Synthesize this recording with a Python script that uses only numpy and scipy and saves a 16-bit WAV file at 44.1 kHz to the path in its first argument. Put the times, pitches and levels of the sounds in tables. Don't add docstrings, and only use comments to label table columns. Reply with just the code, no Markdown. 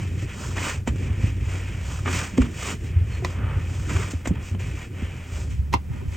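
import sys
import numpy as np
from scipy import signal
from scipy.fft import rfft, irfft, next_fast_len
from scipy.io import wavfile
from scipy.ndimage import uniform_filter1d

SR = 44100
rng = np.random.default_rng(int(sys.argv[2]) if len(sys.argv) > 2 else 0)


def transcribe(signal):
    frames = np.atleast_2d(signal).T
    limited = np.clip(frames, -1, 1)
    pcm = np.round(limited * 32767).astype(np.int16)
    wavfile.write(sys.argv[1], SR, pcm)


N = 271744
TIME = np.arange(N) / SR

# (time of peak [s], rise [s], fall [s], level [dB], brightness [dB])
DRAGS = [(0.679, 0.11, 0.07, -32.5, 1.5), (1.549, 0.095, 0.069, -43, 0), (2.161, 0.071, 0.1, -31.0, 2),
         (2.695, 0.12, 0.047, -34.5, 3), (3.501, 0.22, 0.12, -44.0, -23), (3.978, 0.11, 0.15, -37.5, 1),
         (5.96, 0.058, 0.094, -50.5, -6), (6.165, 0.083, 0.044, -47.0, 0.5)]
# (time of peak [s], rise [s], fall [s], level [dB], brightness [dB])
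RUBS = [(0.0, .1, 0.12, -43, -0.5), (0.228, 0.087, .035, -45.5, 2), (0.32, 0.057, 0.039, -42, -4),
        (1.03, 0.096, .07, -46, 1), (1.14, 0.12, 0.041, -46.5, -9), (1.27, 0.098, 0.051, -42.5, -0.5),
        (1.69, 0.43, 0.32, -45, -2), (2.437, 0.13, 0.063, -43, -2), (2.86, 0.067, 0.056, -47.5, 2),
        (2.98, 0.11, .09, -50, -14), (3.154, 0.095, 0.067, -45, -1.5), (3.28, 0.052, 0.083, -45.5, 2.5),
        (3.65, 0.19, 0.17, -48, -2), (4.39, 0.18, 0.18, -49.5, -20), (4.475, 0.055, 0.048, -48.5, 7),
        (4.598, .007, 0.16, -43.5, 0.5), (4.818, .09, 0.049, -43.5, -1), (5.03, 0.082, 0.072, -43.5, -4.5),
        (5.2, 0.22, 0.21, -48.5, -3), (5.503, 0.0094, 0.074, -51, 4.5)]
# (time of peak [s], level [dB])
SLEEVES = [(0.444, -42.5), (1.932, -44), (3.77, -48.5), (5.384, -47.0)]
SLEEVE_RISE_S, SLEEVE_FALL_S = 0.1, 0.094
# (low rasp [dB], middle rub [dB], high hiss [dB])
DRAG_COLOUR_DB = (-1.5, -1.5, -3.5)
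RUB_COLOUR_DB = (-4.5, 0.1, -5)
SLEEVE_COLOUR_DB = (0.7, -5, 1.05)
# (low rasp [dB], middle rub [dB], high hiss [dB])
RESTING_DB = (-60, -64, -71)
STROKE_SHAPE = 1.77
BRIGHT_THINS = 0.24
SQUEAK_S, SQUEAK_HZ, SQUEAK_DB = 3.15, 4260, -58

# (time of full weight [s], hold [s], table rumble level [dB], dough squashing level [dB])
LEANS = [(-0.05, .3, -28, -41), (0.457, 0.15, -29.5, -38), (0.752, 0.056, -29.5, -40.5),
         (0.895, 0.66, -27.5, -39.5), (1.56, 0.6, -30.5, -45), (2.012, 0.17, -27.5, -37.5),
         (2.388, 0.035, -25.5, -31), (2.487, 0.29, -34.5, -45), (2.821, 0.47, -28.5, -43),
         (3.36, 0.64, -28, -44), (3.909, 0.14, -29, -34.5), (4.28, 0.14, -31.5, -40),
         (4.528, 0.22, -29.5, -42.5), (4.905, 0.29, -35, -44.5), (5.336, 0.44, -29, -47),
         (5.875, .28, -33, -45)]
LEAN_ATTACK_S, LEAN_RELEASE_S = 0.051, 0.056
RESTING_RUMBLE_DB, RESTING_SQUASH_DB = -38.5, -47
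# (time [s], frequency [Hz])
TABLE_PITCH = [(0, 93.03), (3.2, 88.26), (4.7, 92.8), (5.2, 87.83), (5.45, 72.54), (5.75, 72.3), (6.16, 88)]

# (time [s], level [dB], frequency [Hz])
SHOVES = [(0.219, -30, 100.5), (0.764, -25, 96.5), (0.89, -18, 62), (1.096, -13.5, 84.6),
          (1.227, -11.5, 105), (1.41, -19, 91.6), (1.464, -15.5, 80), (1.874, -20, 87), (2.398, -12.5, 65),
          (2.836, -17.5, 93.5), (2.957, -10, 84), (3.005, -13.5, 89), (3.433, -15.5, 87),
          (3.557, -16.5, 93), (3.795, -20, 81), (3.942, -14, 93), (4.139, -17, 84), (4.283, -16.5, 75),
          (4.376, -20, 87.5), (4.512, -22, 86), (5.019, -20, 84.6), (5.58, -15, 71), (5.741, -23.5, 96),
          (5.896, -21, 125), (6.069, -17.5, 69)]
# (time [s], level [dB], settled base frequency [Hz], base T60 [s])
KNOCKS = [(0.03, -28, 194, 0.045), (0.225, -28, 306, 0.1), (0.875, -14.5, 235.5, 0.067),
          (0.958, -19, 178, 0.022), (1.096, -23, 200, 0.058), (1.24, -16, 190, 0.04),
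          (2.066, -21, 224, 0.073), (2.336, -21.5, 183, 0.047), (2.382, -5.5, 256, 0.083),
          (2.397, -18.5, 228, 0.11), (2.423, -21.5, 231.4, 0.24), (3.222, -26.5, 365, 0.26),
          (3.952, -42, 219, 0.06), (4.001, -34, 227, 0.07), (4.134, -21, 269, 0.043),
          (4.272, -14.5, 264, 0.024), (4.307, -10, 169, 0.077), (4.548, -22, 170, 0.069),
          (5.021, -20, 217, 0.052), (5.74, -16.5, 272, 0.028)]
# (multiple of the base frequency [ratio], level [dB])
BOARD = [(0.999, 1), (1.42, -18.5), (1.9, -10)]
# (time [s], level [dB], trapped-air frequency [Hz], treble share [dB], smack rise [s], smack T60 [s])
PATS = [(0.563, -24.5, 570, -19, 0.0072, 0.051), (0.577, -21.5, 1914, -40, 0.0037, 0.086),
        (0.874, -19, 924, -18.5, 0.00078, 0.095), (0.959, -31.5, 610, -18, 0.00086, 0.022),
        (2.057, -21, 1280, -42, 0.0013, 0.1), (2.075, -18, 1190, -36, 0.0026, 0.085),
        (2.377, -18.5, 1157, -17, 0.0017, 0.02), (2.417, -18.5, 1460, -22, 0.0012, 0.06),
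        (3.889, -26, 1300, -17.5, .007, 0.18), (3.961, -23.5, 1150, -29, 0.0055, 0.045),
        (4.103, -42, 1090, 3, 0.013, 0.049), (4.255, -20.5, 690, -23, 0.0035, 0.033),
        (4.272, -25.5, 666, -9.5, 0.0008, 0.073), (4.355, -31, 890, -38, 0.00094, 0.043),
        (4.548, -32.5, 600, -37, 0.0013, 0.025), (4.6, -42, 730, -21, .0015, 0.016)]
# (time [s], level [dB], factor on the mode frequencies [ratio], scrape level [dB])
CLACKS = [(3.2471, -15.5, 0.91, -25), (5.73, -21, 0.9, -7), (5.7376, -11.5, 0.99, -22)]
# (frequency [Hz], level [dB], T60 [s])
CLACK_MODES = [(183, -9, 0.046), (345, -7, 0.031), (786, -8, 0.028), (1040, -1.5, 0.014),
               (2160, -7.5, 0.013), (2730, -10, 0.016), (4140, -20, .011)]

# (frequency [Hz], relative density [dB per Hz])
RUB = [(200, -1), (450, -0.5), (600, -4), (820, -7), (1050, -3.5), (1300, -2), (1600, -3), (2500, 1),
       (3200, -7.5), (4000, -20.5), (5300, -16.5), (7200, -13.5), (8400, -17.5), (9700, -33.5),
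       (12000, -31.5), (16000, -33)]
CRACK = [(300, 4), (1000, 17.5), (1450, 1), (2200, 3), (3300, 4.5), (6200, 1), (8500, -11), (16000, -20)]
RUMBLE = [(20, -36), (33, -29), (48, -3.5), (62, 9), (80, 1.5), (100, 3), (125, 4), (170, -10.5),
          (300, -40.5), (2000, -110)]
SQUASH = [(30, -51), (110, -4), (170, 0.5), (240, -2), (330, -2.5), (450, -8.5), (700, -31), (3000, -108)]
PAT = [(200, -4), (450, 2.5), (700, 0.5), (1100, 0.5), (1600, 0.5), (2400, 0.5), (3200, -5.5), (4100, -15),
       (5500, -10.5), (7500, -3), (9500, -22), (16000, -27)]
# (frequency [Hz], relative density [dB per Hz])
AIR = [(25, 11), (70, -6), (200, 0.5), (500, -45), (1500, -25), (4000, -37), (8000, -34), (12000, -37.5),
       (16000, -38)]
# (frequency [Hz], likeness [0 to 1])
LIKENESS = [(60, 1), (290, 1), (640, 0.8), (1400, 1), (7000, 1), (10000, 0.94), (14000, 1)]
# (frequency [Hz], lead of the left [rad])
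NEAR_PHASE = [(0, 0), (780, 0.2), (1720, -0.3), (3190, 0.7), (5250, 0.0), (8700, 0.1), (9730, -3.1),
              (10400, -3.1), (11700, -6.1), (12400, -6.4), (13200, -8.9), (14300, -9.8), (15200, -12.5),
              (16500, -12.6)]
# (frequency [Hz], lead of the left [rad])
FAR_PHASE = [(50, -.1), (130, -.5), (250, -2.0), (420, -1.5), (620, -2.2), (1000, 0), (16000, 0)]

AIR_DB, ROOM_T60_S, NEAR_ROOM_DB, FAR_ROOM_DB = -40, 0.097, -17, -9.5
FAR_FROM_S = 5.48
NEAR_PAN_DB, FAR_PAN_DB = 0.4, 1.1
CUTOFF_HZ = 15900


def friction(slides, drag_hz=1600, hiss_hz=3800, body_hz=850, bite=0.2, even_db=-46, grain_db=1.0,
             grains_per_s=900, slip_db=0.92, slips_per_s=130, catch_db=1.5, catches_per_s=110):
    drag_db, palm_db, hiss_db = 20 * np.log10(slides)
    rasp_db = np.clip(bite * (drag_db - even_db), -3, 3)
    uneven_db = catch_db * flutter(catches_per_s)
    body = rms_one(cut(noise(RUB), [420, body_hz], "band", order=3)) * from_db(drag_db - rasp_db)
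    rasp = rms_one(cut(noise(RUB), [body_hz, drag_hz], "band", order=3))
    rasp = rasp * from_db(drag_db + rasp_db + uneven_db)
    palm = rms_one(cut(noise(RUB), [drag_hz, hiss_hz], "band", order=4)) * from_db(palm_db)
    hiss = rms_one(cut(noise(RUB), hiss_hz, "high", order=4)) * from_db(hiss_db)
    slips = from_db(grain_db * flutter(grains_per_s) + slip_db * flutter(slips_per_s))
    return ((body + rasp) / np.sqrt(2) + palm + hiss) * rms_one(slips)


def slide_gains():
    sleeves = [(s, SLEEVE_RISE_S, SLEEVE_FALL_S, db, 0) for s, db in SLEEVES]
    kinds = ((DRAGS, DRAG_COLOUR_DB), (RUBS, RUB_COLOUR_DB), (sleeves, SLEEVE_COLOUR_DB))
    brightening = np.array([-BRIGHT_THINS, 0, 1])
    power = from_db(RESTING_DB)[:, None] ** 2 * np.ones(N)
    for rows, colour_db in kinds:
        for s, rise_s, fall_s, db, bright_db in rows:
            gains = from_db(db + np.array(colour_db) + bright_db * brightening)
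            power += np.outer(gains, stroke(s, rise_s, fall_s)) ** 2
    return np.sqrt(power)


def stroke(s, rise_s, fall_s):
    side_s = np.where(TIME < s, rise_s, fall_s)
    away = np.abs(TIME - s) / np.maximum(side_s, 1e-3)
    return np.exp(-np.minimum(away, 8) ** STROKE_SHAPE)


def stickiness(palm, level_db=-16, per_s=160, spread_db=11.0, count=6):
    sizes = from_db(np.minimum(spread_db * rng.exponential(1, N), 14))
    ticks = sizes * (rng.random(N) < per_s / SR)
    dealt = rng.integers(0, count, N)
    out = np.zeros(N)
    for k, hz in enumerate(np.geomspace(900, 6500, count)):
        band = cut(ticks * (dealt == k) + 1e-18, [hz / 2, hz * 2], "band")
        out += rms_one(band) * from_db(at_hz(RUB, hz))
    return rms_one(out) * palm * from_db(level_db)


def squeak(length_s=0.041, width_hz=260):
    tone = rms_one(flutter(width_hz) * np.sin(2 * np.pi * SQUEAK_HZ * TIME))
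    return from_db(SQUEAK_DB) * stroke(SQUEAK_S, length_s, length_s) * tone


def pressing(drag, drag_db=-6, rumble_db=-2.0, mode_db=-0.5, mode_width_hz=14, squash_db=-0.27,
             lumpy_db=3.0, steady_s=0.0383):
    table, dough = lean_gains()
    pitch_s, pitch_hz = np.transpose(TABLE_PITCH)
    turn = 2 * np.pi * np.cumsum(np.interp(TIME, pitch_s, pitch_hz)) / SR
    mode = rms_one(flutter(mode_width_hz) * np.cos(turn) + flutter(mode_width_hz) * np.sin(turn))
    tremble = from_db(rumble_db) * noise(RUMBLE) + from_db(mode_db) * mode
    power = uniform_filter1d(np.mean(tremble ** 2, axis=0), int(steady_s * SR))
    tremble = tremble * np.sqrt(power.mean() / (power + 1e-6))
    effort = np.hypot(dough, drag * from_db(drag_db))
    squash = noise(SQUASH) * effort * from_db(squash_db + lumpy_db * flutter(40))
    return tremble * table + squash


def lean_gains():
    gains = from_db([[RESTING_RUMBLE_DB], [RESTING_SQUASH_DB]]) * np.ones(N)
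    for s, length_s, table_db, dough_db in LEANS:
        attack = np.clip((TIME - s) / LEAN_ATTACK_S + 1, 0, 1)
        release = np.exp(-np.clip(TIME - s - length_s, 0, 1) / LEAN_RELEASE_S)
        gains = np.maximum(gains, np.outer(from_db([table_db, dough_db]), attack * release))
    return gains


def shoves(level_db=0.5, rise_s=0.014, t60=0.083):
    out, t = np.zeros(N), TIME[:SR // 2]
    for s, db, hz in SHOVES:
        boom = swell(t, rise_s, t60) * np.sin(2 * np.pi * hz * t)
        add(out, s, from_db(db + level_db) * boom)
    return out


def knocks(level_db=-3.0, rise_s=0.0016, sag=0.72, sag_s=0.0013, damping=0.91):
    out, t = np.zeros(N), TIME[:SR // 2]
    settling = t + sag * sag_s * (1 - np.exp(-t / sag_s))
    for s, db, hz, t60 in KNOCKS:
        for ratio, mode_db in BOARD:
            envelope = swell(t, rise_s, t60 / ratio ** damping)
            ring = envelope * np.sin(2 * np.pi * hz * ratio * settling)
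            add(out, s, from_db(db + level_db + mode_db) * ring)
    return out


def pats(pop_db=-8, smack_db=-7.0, pop_t60=0.023, treble_hz=3800, treble_db=8.5, lead_db=-18, lead_s=0.0051):
    out, t = np.zeros((2, N)), TIME[:SR // 5]
    brush = noise(PAT)
    for s, db, hz, share_db, rise_s, t60 in PATS:
        body = rms_one(cut(noise(PAT, size=len(t)), treble_hz, "low", order=4))
        treble = rms_one(cut(noise(PAT, size=len(t)), treble_hz, "high", order=4))
        contacts = body + treble * from_db(share_db + treble_db)
        smack = contacts * swell(t, rise_s, t60) * from_db(smack_db)
        pop = np.sin(2 * np.pi * hz * t) * swell(t, rise_s, pop_t60) * from_db(pop_db)
        add(out, s, from_db(db) * (smack + pop))
        out += brush * from_db(db + lead_db) * np.exp(-np.abs(TIME - s) / lead_s)
    return out


def clacks(rise_s=0.0013, crack_db=-8, crack_t60=0.048, lead_s=0.0025):
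    out, t = np.zeros((2, N)), TIME[:SR // 5]
    scrape = noise(CRACK)
    for s, db, pitch, scrape_db in CLACKS:
        rings = np.zeros(len(t))
        for hz, mode_db, t60 in CLACK_MODES:
            rings += from_db(mode_db) * np.sin(2 * np.pi * hz * pitch * t) * swell(t, rise_s, t60)
        crack = noise(CRACK, size=len(t)) * from_db(crack_db - 60 * t / crack_t60)
        add(out, s, from_db(db) * (rings + crack))
        out += scrape * from_db(db + scrape_db) * np.exp(-np.abs(TIME - s) / lead_s)
    return out


def room(x, wall_hz=4500, lowest_hz=160):
    t = TIME[:SR // 2]
    tail = cut(rng.standard_normal((2, len(t))), [lowest_hz, wall_hz], "band")
    tail = rms_one(tail * swell(t, 0.0008, ROOM_T60_S)) / np.sqrt(len(t))
    return signal.fftconvolve(x, tail, axes=1)[:, :N]


def still_air():
    return from_db(AIR_DB) * left_right_phase(noise(AIR), NEAR_PHASE)


def left_right_phase(x, phase):
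    size = next_fast_len(N + SR // 10)
    half = at_hz(phase, np.arange(size // 2 + 1) * SR / size) / 2
    return irfft(rfft(x, size) * np.exp(1j * half * [[1], [-1]]), size)[:, :N]


def noise(spectrum, size=N):
    hz = np.arange(size // 2 + 1) * SR / size
    mid, side = rfft(rng.standard_normal((2, size)))
    alike = np.clip(at_hz(LIKENESS, hz), 0, 1)
    pair = np.sqrt(1 + alike) * mid + np.sqrt(1 - alike) * side * [[1], [-1]]
    return rms_one(irfft(pair * from_db(at_hz(spectrum, hz)), size))


def flutter(per_s):
    knots = np.arange(0, N / SR + 1, 1 / per_s)
    return rms_one(np.interp(TIME, knots, rng.standard_normal(len(knots))))


def swell(t, rise_s, t60):
    shape = (1 - np.exp(-(t / rise_s) ** 2)) * from_db(-60 * t / t60)
    return shape / shape.max()


def cut(x, hz, kind, order=2):
    return signal.sosfilt(signal.butter(order, hz, kind, fs=SR, output="sos"), x)


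def at_hz(points, hz):
    points = np.array(points)
    return np.interp(np.log(hz + 1), np.log(points[:, 0]), points[:, 1])


def add(out, s, sound):
    start = int(s * SR)
    out[..., start:start + sound.shape[-1]] += sound[..., :N - start]


def rms_one(x):
    return x / np.sqrt(np.mean(x ** 2) + 1e-20)


def from_db(db):
    return 10 ** (np.asarray(db) / 20)


def scene(far_db=-0.5):
    slides = slide_gains()
    drag, palm, _ = slides
    hands = friction(slides) + stickiness(palm) + squeak()
    work = hands + pressing(drag) + shoves() + knocks() + pats() + clacks()
    echo = room(work)
    near_gain = from_db([[-NEAR_PAN_DB], [NEAR_PAN_DB]])
    far_gain = from_db([[far_db - FAR_PAN_DB], [far_db + FAR_PAN_DB]])
    near = left_right_phase(work, NEAR_PHASE) * near_gain + from_db(NEAR_ROOM_DB) * echo
    far = left_right_phase(work, FAR_PHASE) * far_gain + from_db(FAR_ROOM_DB) * echo
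    away = np.clip((TIME - FAR_FROM_S) / 0.02, 0, 1)
    return (1 - away) * near + away * far + still_air()


def record(dry, low_cut_hz=30):
    steep = signal.ellip(10, 0.1, 90, CUTOFF_HZ, fs=SR, output="sos")
    return signal.sosfilt(steep, cut(dry, low_cut_hz, "high"))


dry = scene()
out = record(dry)
transcribe(out)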